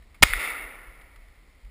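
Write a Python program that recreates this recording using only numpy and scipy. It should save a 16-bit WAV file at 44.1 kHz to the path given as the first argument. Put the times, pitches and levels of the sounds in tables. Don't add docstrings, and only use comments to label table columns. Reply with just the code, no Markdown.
import sys
import numpy as np
from scipy import signal
from scipy.fft import rfft, irfft
from scipy.io import wavfile

SR = 44100
rng = np.random.default_rng(int(sys.argv[2]) if len(sys.argv) > 2 else 0)


def waveform_to_disk(signal):
    frames = np.transpose(np.atleast_2d(signal))
    scaled = np.clip(frames, -1, 1) * 32767
    samples = np.round(scaled).astype(np.int16)
    wavfile.write(sys.argv[1], SR, samples)


N = 74970
T = np.arange(N) / SR
FREQS = np.fft.rfftfreq(N, 1 / SR)

# f/Hz, level/dB
AIR_SPECTRUM = [(20, 14.5), (35, 23), (55, 17.5), (90, 4), (160, -2), (300, -5.5), (900, -11),
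                (1350, -10.5), (1600, -15), (1850, -8), (2100, -4.5), (2600, -14.5), (4000, -16.5),
                (5600, -19)]
# t/s, level/dB, t60/s
TICK_CUES = [(0.023, -54, 0.04), (0.144, -50.5, 0.1), (1.0128, -46.5, 0.028), (1.16, -50.5, 0.05),
             (1.281, -54.5, .03), (1.648, -57, 0.035)]
# f/Hz, level/dB
TICK_SPECTRUM = [(300, -14), (900, -9), (1350, -3), (1650, -8.5), (2150, 3), (2800, -12), (3700, -11.5),
                 (5600, -19.5)]
# centre t/s, level/dB, f/Hz, length/s
JOLT_CUES = [(.215, -29.5, 83, 0.0083), (.232, -20, 74.8, .026), (0.252, -23.5, 46, .045),
             (0.304, -31, 60, 0.02), (0.332, -26.5, 30.8, 0.058), (.367, -28, 41, 0.084),
             (0.641, -41.5, 38.9, 0.1), (0.889, -40.5, 38, 0.044), (1.048, -42, 41.5, .06),
             (1.66, -37, 42, .075)]
# f/Hz, level/dB
GAS_SPECTRUM = [(60, -8), (250, -6.5), (420, -15.5), (800, -3.5), (1500, -8), (2200, -3.5), (3000, 0),
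                (4000, -3), (5600, -2)]
# f/Hz, level/dB
BLAST_PARTIALS = [(610, -18.5), (755, -16), (970, -19), (1235, -13.5), (1385, -17), (1835, -5), (2172, -1),
                  (2385, -4.5), (2890, -10), (3355, -12.5), (3925, -18.5), (4500, -17), (5065, -17.5)]
# f/Hz, level/dB, t60/s
NEAR_SPECTRUM = [(150, -23, 0.65), (400, -17.5, .9), (943, -16, 0.69), (1274, -7.5, 0.47), (1600, -12, .7),
                 (1850, -7.5, .8), (2110, 0.5, .8), (2650, -11, .8), (3134, -13.5, 0.86), (3720, -10, .65),
                 (4142, -16, .6), (4710, -12, .55), (5550, -16.5, .55)]
# f/Hz, level/dB, t60/s
TREES_SPECTRUM = [(120, -36.5, 1.5), (300, -18, 1.22), (600, -17, 1.88), (1050, -18, 1.11),
                  (1407, -4.5, 0.92), (1570, -17.5, 1.42), (1860, -3, 0.8), (2130, 2, 0.77),
                  (2480, -10.5, 0.95), (2650, -9, 0.85), (3150, -20.5, 1.12), (3690, -14, 0.54),
                  (4050, -25, 0.89), (4500, -20.5, 0.43), (5650, -26.5, 0.61)]
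# f/Hz, level/dB
FAR_SPECTRUM = [(120, -22.5), (300, -9.5), (900, -9.5), (1380, -4.5), (1600, -17), (1900, 0), (2200, 3),
                (2450, -11.5), (2660, -10.5), (3000, -20.5), (4000, -28.5)]
# f/Hz, level/dB, t60/s
GUN_MODES = [(1460, -24, 0.045), (1880, -5, 0.0072), (2400, -19, .013), (3410, -26.5, 0.024)]

SHOT_S, BUILD_S, HOLD_S = .2258, .0056, .0048
BLAST_END_S = SHOT_S + BUILD_S + HOLD_S
HOLD_RATE_HZ = 12000


def from_db(db):
    return 10 ** (np.asarray(db) / 20)


def rms_one(x):
    return x / np.sqrt(np.mean(x ** 2) + 1e-20)


def at_hz(rows, hz, column=1):
    rows = np.array(rows)
    return np.interp(np.log(hz + 1e-9), np.log(rows[:, 0]), rows[:, column])


def noise(spectrum):
    magnitude = from_db(at_hz(spectrum, FREQS)) * (FREQS > 18) * (FREQS < HOLD_RATE_HZ / 2)
    phases = np.exp(2j * np.pi * rng.random(len(FREQS)))
    return rms_one(irfft(magnitude * phases, N))


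def decay(start, t60):
    return np.exp(-np.log(1000) * np.maximum(T - start, 0) / t60)


def still_air():
    return from_db(-52.5) * noise(AIR_SPECTRUM)


def handling_ticks():
    envelope = sum(from_db(db) * (T >= start) * decay(start, t60) for start, db, t60 in TICK_CUES)
    return envelope * noise(TICK_SPECTRUM)


def camera_jolts():
    out = 0
    for centre, db, hz, length in JOLT_CUES:
        window = np.cos(np.pi * np.clip((T - centre) / length, -.5, .5)) ** 2
        out -= from_db(db) * np.cos(2 * np.pi * hz * (T - centre)) * window
    return out


def firing_pin(start=.2235):
    bright = rms_one(np.gradient(noise(GAS_SPECTRUM)))
    return from_db(-16.5) * bright * (T >= start) * decay(start, t60=.012)


def blast(shock_length_s=.0008):
    ramp = 2 * (T - SHOT_S) / shock_length_s - 1
    shock = -from_db(-1.5) * ramp * (abs(ramp) < 1)
    envelope = (T >= SHOT_S) * decay(BLAST_END_S, t60=.003)
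    gas = noise(GAS_SPECTRUM)
    gas /= np.sqrt(np.average(gas ** 2, weights=envelope ** 2))
    ring = rms_one(sum((-1) ** k * from_db(db) * np.sin(2 * np.pi * hz * (T - SHOT_S))
                       for k, (hz, db) in enumerate(BLAST_PARTIALS)))
    build = np.clip((T - SHOT_S) / BUILD_S, 0, 1)
    ring_gain = from_db(-18.5 * (1 - build ** 2))
    return shock + envelope * (from_db(-8.5) * gas + ring_gain * ring)


def overloaded_mic(pressure, hollow_hz=488):
    notch = signal.iirnotch(hollow_hz, Q=3, fs=SR)
    return signal.lfilter(*notch, np.clip(pressure, -1, 1))


def suction(centre_s=.2338, width_s=.0012):
    offset = (T - centre_s) / width_s
    return -from_db(-10.5) * (1 - offset ** 2) * np.exp(-offset ** 2 / 2)


def scatter(rows, start, flicker_db=1.5, flickers_per_s=60):
    spectrum = rfft(noise(rows))
    centres = np.geomspace(120, 5600, 16)
    out = 0
    for hz in centres:
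        band = irfft(spectrum * np.interp(FREQS, centres, centres == hz), N)
        flicker = np.interp(T * flickers_per_s, np.arange(SR // 100), rng.standard_normal(SR // 100))
        out += band * from_db(flicker_db * flicker) * decay(start, at_hz(rows, hz, column=2))
    return out


def woods(crest_s=.45, rise_s=.096):
    trunks = from_db(-29) * scatter(NEAR_SPECTRUM, BLAST_END_S)
    leaf_litter = from_db(-20) * noise(NEAR_SPECTRUM) * decay(BLAST_END_S, t60=.06)
    deep_woods = from_db(-37) * noise(FAR_SPECTRUM) * decay(crest_s, t60=1.83)
    tree_wall = from_db(-29.5) * scatter(TREES_SPECTRUM, crest_s)
    swell = np.exp(-.5 * (np.minimum(T - crest_s, 0) / rise_s) ** 2)
    return (T >= BLAST_END_S) * (trunks + leaf_litter + swell * (tree_wall + deep_woods))


def gun_clack(start=.335, band_hz=(1250, 3880)):
    age = np.maximum(T - start, 0)
    ring = sum(from_db(db) * np.sin(2 * np.pi * hz * age) * decay(start, t60)
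               for hz, db, t60 in GUN_MODES)
    ring = signal.sosfilt(signal.butter(4, band_hz, "band", fs=SR, output="sos"), ring + 1e-18)
    return from_db(-7.5) * ring / np.abs(ring).max()


def scene():
    shot = overloaded_mic(blast() + firing_pin()) + suction()
    return (shot + woods() + gun_clack() + handling_ticks() + camera_jolts() + still_air())[None]


def record(dry, input_edge_hz=5685, clip_level=.9, top_hz=15400):
    input_filter = signal.butter(12, input_edge_hz, fs=SR, output="sos")
    slow = signal.resample_poly(signal.sosfilt(input_filter, dry), HOLD_RATE_HZ, SR, axis=1)
    held = np.repeat(np.clip(slow, -clip_level, clip_level), 4, axis=1)
    gritty = signal.resample_poly(held, SR, 4 * HOLD_RATE_HZ, axis=1)[:, :N]
    return signal.sosfilt(signal.ellip(10, .1, 70, top_hz, fs=SR, output="sos"), gritty)


dry = scene()
out = record(dry)
waveform_to_disk(out)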